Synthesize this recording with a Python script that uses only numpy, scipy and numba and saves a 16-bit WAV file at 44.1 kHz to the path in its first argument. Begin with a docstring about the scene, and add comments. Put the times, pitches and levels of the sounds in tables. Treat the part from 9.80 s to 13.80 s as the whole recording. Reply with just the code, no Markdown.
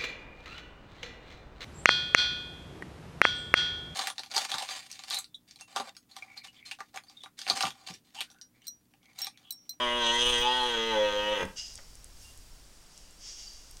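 """A red deer stag roars once, close by, on an open pasture: harsh pulses from his vocal folds ring
through a long throat, sink in pitch and end in a few slack flaps.
He then blows air through his muzzle a few times, with thin nostril whistles, small wet mouth clicks
and one soft gulp. Throughout, wind rumbles on the microphone and insects sing faintly in the grass."""
import sys
import numpy as np
from scipy import signal
from scipy.fft import rfft, irfft
from scipy.io import wavfile
from scipy.ndimage import uniform_filter1d
from numba import njit

SR = 44100
rng = np.random.default_rng(int(sys.argv[2]) if len(sys.argv) > 2 else 0)


def generate_wav(sig):
    """Save sig (samples, or channels by samples) to the path in sys.argv[1] as 16-bit PCM at SR."""
    pcm = np.round(np.clip(np.atleast_2d(sig).T, -1, 1) * 32767).astype(np.int16)
    wavfile.write(sys.argv[1], SR, pcm)


N = 176400
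T = np.arange(N) / SR
HZ = np.maximum(np.fft.rfftfreq(N, 1 / SR), 1)

ROAR_END_S, RELEASE_S, SWELL_RAMP_S = 1.628, 0.026, 0.044
# hoots and brighter rasp where the throat rings out: start/s, end/s, f/Hz, width/Hz, boost/dB
ROAR_SWELLS = [(-.05,0.395,1034,118.5,8.5),(0.23,0.637,8300,2407,9),(0.617,0.869,856,46.3,17),(0.41,0.63,498,43,2.5),(1.089,1.203,879,37.04,14),(1.126,1.357,525.6,52.92,12.5),(1.326,1.567,526.6,42.9,9.5),(0.192,1.45,3950,350,8),(1.57,2,934,64.44,2.5),(0.032,0.16,2000,55.56,12),(0.311,0.416,1955,130,8.5),(.44,0.552,3510,110,9)]
def roar():
    """Fold pulses drive the throat, which swells into hoots and rasp before a quick release."""
    voice = balance_registers(throat(vocal_folds()))
    for start, end, hz, width_hz, db in ROAR_SWELLS:
        fade = np.clip(np.minimum(T - start, end - T) / SWELL_RAMP_S, 0, 1)
        voice = bell_eq(voice, hz, width_hz, db * fade)
    return voice * np.exp(-np.maximum(T - ROAR_END_S, 0) / RELEASE_S)


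# pitch contour: t/s, f/Hz
FOLD_PITCH = [(0.0, 123.9), (0.086, 120.2), (0.17, 121.1), (0.268, 116.5), (0.49, 122.9), (0.568, 119.1),
              (0.702, 125), (0.772, 126), (0.868, 122.4), (0.994, 112.4), (1.082, 113.8), (1.182, 106.1),
              (1.326, 102.8), (1.52, 105.3), (1.566, 100.7), (1.65, 85.87), (1.66, 86)]
# growl: t/s, roughness (0 is smooth)
FOLD_ROUGHNESS = [(0,0.23),(.3,0.33),(.5,0.44),(.76,0.26),(.92,.35),(1.1,0.2),(1.48,0.3),(1.56,0.36),(1.63,1.06)]
# the clean pulses thin out towards the top: f/Hz, level/dB
PULSE_EQ = [(4000,0),(9000,-10)]
# bursts of air take over there: f/Hz, level/dB
AIR_EQ = [(3300,-12),(6000,0)]
# tone of pulses and air together: f/Hz, level/dB
FOLD_EQ = [(120,-21),(220,1),(350,0),(700,-11.5),(1100,-2.5),(1800,2.5),(2300,-4),(3300,5.5),(4400,-21),(7000,-21.5),(10500,-23),(13000,-34)]
def vocal_folds(jitter=.02, shimmer=.28, air_db=-4, burst_cycles=.4):
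    """Sharp pulses, each with a rasping burst of air; roughness unsteadies their pitch and level."""
    (pitch,), (rough,) = curves(FOLD_PITCH), curves(FOLD_ROUGHNESS)
    cycles = np.cumsum(pitch * (1 + jitter * rough ** 2 * noise_band(0, width_hz=230))) / SR
    pulses, voiced = np.zeros(N), T < ROAR_END_S + .1
    angle = 2 * np.pi * cycles[voiced]
    phases = rng.standard_normal(75)  # one per harmonic
    pulses[voiced] = sum(np.cos(k * angle + phase) for k, phase in enumerate(phases, 1))
    pulses = equalise(pulses, PULSE_EQ) * np.sqrt(voiced.mean())
    bursts = unit_rms(np.exp(-(cycles % 1) / burst_cycles))
    air = from_db(air_db) * np.sqrt(rough) * shaped_noise(AIR_EQ) * bursts
    flutter = 1 + shimmer * rough * noise_band(0, width_hz=120)
    return equalise((pulses + air) * flutter, FOLD_EQ)


# two low formants that move with neck and jaw: t/s, first f/Hz, second f/Hz
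LOW_FORMANTS = [(0,595,1024),(.45,505,930),(.8,508,900),(1.0,479,905.6),(1.25,502.2,930),(1.66,507,905)]
# their shapes, a row each: width/Hz, boost/dB
LOW_FORMANT_SHAPES = [(45,22.5),(45,15.5)]
# upper formants and notches: f/Hz, width/Hz, boost/dB
UPPER_FORMANTS = [(1237,22,11),(1528,29,14.5),(1882,16,17),(2028,32.5,10),(2133,110,-7),(2320,39,11),(2619,41,16),(2780,62,-9),(2903,33,18),(3216,57,20.5),(3428,26,14),(3673,30,14),(3873,46,9),(4120,50,11),(4940,120,9.5),(6150,280,15),(9000,110,12),(10270,190,9.5)]
# the throat shortens as the roar ends: t/s, factor on the upper formant frequencies
THROAT_SHORTENING = [(1.52,1),(1.64,1.04)]
def throat(x, sway_db=4, wander_depth=.011, full_sway_hz=4500):
    """Narrow resonances ring as harmonics slide across them; the high ones sway and wander most."""
    shortening, = curves(THROAT_SHORTENING)
    for hz, (width_hz, db) in zip(curves(LOW_FORMANTS), LOW_FORMANT_SHAPES):
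        x = bell_eq(x, hz, width_hz, db)
    for hz, width_hz, db in UPPER_FORMANTS:
        sway, wander = noise_band(0, width_hz=9), noise_band(0, width_hz=9)
        looseness = min(hz / full_sway_hz, 1)
        centre_hz = hz * shortening * (1 + wander_depth * looseness * wander)
        x = bell_eq(x, centre_hz, width_hz, db + sway_db * looseness * sway)
    return x


# crossovers between the roar's five registers: f/Hz
CROSSOVERS = [720,1150,2600,4300]
# levelling window of each register, low to high: t/s
LEVELLING_WINDOWS = [.034,.034,.3,.05,.05]
# body, the three low registers: level/dB
BODY_LEVELS = [-37,-41,-38.5]
# fader rides on the two top registers: t/s, ring level/dB, rasp level/dB
TREBLE_RIDES = [(0.0, -34, -48.5), (0.154, -35, -51.5), (0.254, -31, -42), (0.314, -29, -46),
                (0.328, -37, -43.5), (0.392, -28.5, -42), (0.712, -31.5, -45.5), (1.328, -39.5, -50.5),
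                (1.552, -36, -51), (1.64, -45.5, -49.5)]
def balance_registers(x):
    """A multiband leveller holds the body of the roar steady and rides its ring and rasp."""
    highpasses = [1 / (1 + (edge / HZ) ** 24) for edge in CROSSOVERS]
    bandpasses = -np.diff([np.ones_like(HZ), *highpasses, 0 * HZ], axis=0)
    levels = [*BODY_LEVELS, *curves(TREBLE_RIDES)]
    out, spectrum = 0, rfft(x)
    for bandpass, db, window_s in zip(bandpasses, levels, LEVELLING_WINDOWS):
        band = irfft(spectrum * bandpass, N)
        power = uniform_filter1d(band ** 2, size=int(window_s * SR))
        power = uniform_filter1d(power, size=1100)
        out += band / np.sqrt(np.abs(power) + 1e-12) * from_db(db)
    return out


# slack flaps closing the roar: t/s, level/dB
FLAP_HITS = [(1.625,-30.5),(1.637,-29.5),(1.651,-27.5),(1.663,-37.5)]
# low throat modes: f/Hz, relative level/dB, t60/s
THROAT_MODES = [(194.5,-12,0.16),(278,-2,0.028),(426.5,-12,0.046)]
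def flaps():
    """The slackening folds knock the low modes of the throat."""
    out = 0
    for start, db in FLAP_HITS:
        age = np.maximum(T - start, 0)
        for hz, mode_db, t60 in THROAT_MODES:
            gain = from_db(db + mode_db - 60 * np.minimum(age / t60, 2)) * (age < 2 * t60)
            out += gain * np.sin(2 * np.pi * hz * age)
    return out


# blows of air: t/s, hiss level/dB, attack/s, decay/s, whistle level/dB, spray level/dB
MUZZLE_PUFFS = [(1.756,-38.5,0.03,0.056,-46,-65),(1.849,-52.5,0.02,0.17,-93,-65),(2.34,-58.5,0.1,0.12,-72,-57),(3.08,-59,0.1,0.15,-69,-69),(3.386,-43.5,0.1,0.091,-64,-69),(3.56,-51,0.04,0.27,-67,-65)]
# tone of the hiss: f/Hz, level/dB
HISS_EQ = [(1000,-28),(2200,-17.5),(3300,-15),(4200,-13),(5100,-2),(6500,-3.5),(8000,-15),(15000,-56)]
# throat resonances in the hiss: f/Hz, width/Hz, boost/dB
HISS_RINGS = [(3270,45,12),(4730,47,9.5),(5483,28,9.5)]
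def muzzle_puffs():
    """Blown air hisses and rings lightly in the throat, with a broad whistle below and spray on top."""
    hiss, whistle = shaped_noise(HISS_EQ), noise_band(hz=2855, width_hz=180)
    for hz, width_hz, db in HISS_RINGS:
        hiss = bell_eq(hiss, hz, width_hz, db)
    hiss, spray = unit_rms(hiss), noise_band(hz=7900, width_hz=7000)
    out = 0
    for start, hiss_db, attack, decay, whistle_db, spray_db in MUZZLE_PUFFS:
        breath = from_db(hiss_db) * hiss + from_db(whistle_db) * whistle + from_db(spray_db) * spray
        out += envelope(start, attack, decay) * breath
    return out


# short whistles: t/s, level/dB, f/Hz
NOSTRIL_WHISTLES = [(1.785,-41,5000),(3.485,-44.5,5700),(3.66,-43.5,4670),(2.44,-60,2800)]
def nostril_whistles():
    """Air squeezed through the nostrils gives thin, breathy tones."""
    return sum(from_db(db) * envelope(start, 0.0095, 0.048) * noise_band(hz, width_hz=37)
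               for start, db, hz in NOSTRIL_WHISTLES)


# a soft gulp: t/s, level/dB
MOUTH_GULP = [(1.98,-51)]
# wet clicks: t/s, peak level/dB, f/Hz
MOUTH_CLICKS = [(1.653,-36.5,7860),(1.7974,-34,5100),(1.941,-45,9000),(1.955,-27,7100),(1.977,-33.5,5640),(2.154,-36.5,7800),(2.2433,-34,8200),(2.575,-43,9000),(3.177,-36,7000),(3.309,-44,8100),(3.735,-46,10500),(3.9113,-40,9400),(3.9697,-34.5,6400)]
def mouth(click_width_hz=2530):
    """The wet mouth makes one dull gulp and tiny bright snaps."""
    out = sum(from_db(db) * envelope(start, 0.0098, 0.011) * noise_band(hz=1170, width_hz=2400)
              for start, db in MOUTH_GULP)
    for start, db, hz in MOUTH_CLICKS:
        burst = rng.standard_normal(N) * envelope(start, attack_s=0.00028, decay_s=0.0012)
        snap = irfft(rfft(burst) / (1 + ((HZ - hz) / click_width_hz) ** 4), N)
        out += from_db(db) * snap / np.abs(snap).max()
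    return out


def echo(x, wet_db=-15, t60_s=0.3, cutoff_hz=3300):
    """The ground and surroundings scatter back a weak, dull tail."""
    tail = rng.standard_normal(N) * envelope(0.0036, 0.0014, t60_s / np.log(1000))
    tail = signal.sosfilt(signal.butter(1, cutoff_hz, fs=SR, output="sos"), tail[:SR])
    return from_db(wet_db) * signal.fftconvolve(x, tail / np.sqrt(np.sum(tail ** 2)))[:N]


# gusts and lulls: t/s, level/dB
WIND_GUSTS = [(0,-52),(.38,-48),(.49,-38),(.56,-47),(.61,-35.5),(.66,-49.5),(1.62,-47.5),(1.76,-54),(2.0,-53),(2.7,-52),(3.0,-57),(3.85,-55),(3.97,-52)]
# tone of the rumble: f/Hz, level/dB
WIND_EQ = [(12,-2),(30,-1),(55,-8.5),(100,-16.5),(200,-27),(500,-41)]
def wind():
    """Gusts buffet the microphone with a low rumble."""
    gust_db, = curves(WIND_GUSTS)
    return from_db(gust_db) * shaped_noise(WIND_EQ)


# tone of the open air: f/Hz, level/dB
PASTURE_EQ = [(88,-11),(200,-3),(2400,-12),(5650,-8.5),(8010,-9.5),(12000,-20),(15500,-50)]
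def pasture(level_db=-59.5):
    """A faint, steady bed of open-air hiss."""
    return from_db(level_db) * shaped_noise(PASTURE_EQ)


def insects(width_hz=54):
    """Insects in the grass sing in two thin, high bands."""
    return from_db(-71.5) * noise_band(4764, width_hz) + from_db(-72) * noise_band(5486, width_hz)


def from_db(db):
    """Decibels to gain."""
    return 10 ** (np.asarray(db) / 20)


def unit_rms(x):
    """Scale to unit power."""
    return x / np.sqrt(np.mean(x ** 2) + 1e-20)


def curves(rows):
    """One automation curve for each column after t/s."""
    times, *columns = np.transpose(rows)
    return [np.interp(T, times, column) for column in columns]


def equalise(x, eq):
    """Shape a sound by a table of f/Hz, level/dB; unit power."""
    hz, db = np.transpose(eq)
    gain = from_db(np.interp(np.log(HZ), np.log(hz), db))
    return unit_rms(irfft(rfft(x) * gain, N))


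def shaped_noise(eq):
    """White noise through an EQ curve; unit power."""
    return equalise(rng.standard_normal(N), eq)


def noise_band(hz, width_hz):
    """Noise around a centre, or a random wobble when centred on 0 Hz; unit power."""
    return unit_rms(irfft(rfft(rng.standard_normal(N)) / (1 + (2 * (HZ - hz) / width_hz) ** 2), N))


def envelope(start_s, attack_s, decay_s):
    """Straight rise, exponential fall."""
    return np.clip((T - start_s) / attack_s, 0, 1) * np.exp(-np.maximum(T - start_s - attack_s, 0) / decay_s)


@njit
def resonate(x, angle, radius):
    """A sweepable resonator with unity gain at its peak."""
    y = np.zeros(len(x))
    for i in range(2, len(x)):
        drive = (1 - radius ** 2) / 2 * (x[i] - x[i - 2])
        y[i] = drive + 2 * radius * np.cos(angle[i]) * y[i - 1] - radius ** 2 * y[i - 2]
    return y


def bell_eq(x, hz, width_hz, db):
    """Boost or cut around one resonance."""
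    ring = resonate(x, 2 * np.pi * hz / SR * np.ones(N), np.exp(-np.pi * width_hz / SR))
    return x + (from_db(db) - 1) * ring


def scene():
    """The stag and his echo over the pasture ambience, in mono."""
    stag = roar() + flaps() + muzzle_puffs() + nostril_whistles() + mouth()
    return (stag + echo(stag) + insects() + pasture() + wind())[None]


def record(dry):
    """A steep low-pass takes off the very top."""
    cutoff_hz = 15850
    return signal.sosfilt(signal.ellip(12, .1, 80, cutoff_hz, fs=SR, output="sos"), dry)


dry = scene()
out = record(dry)
generate_wav(out)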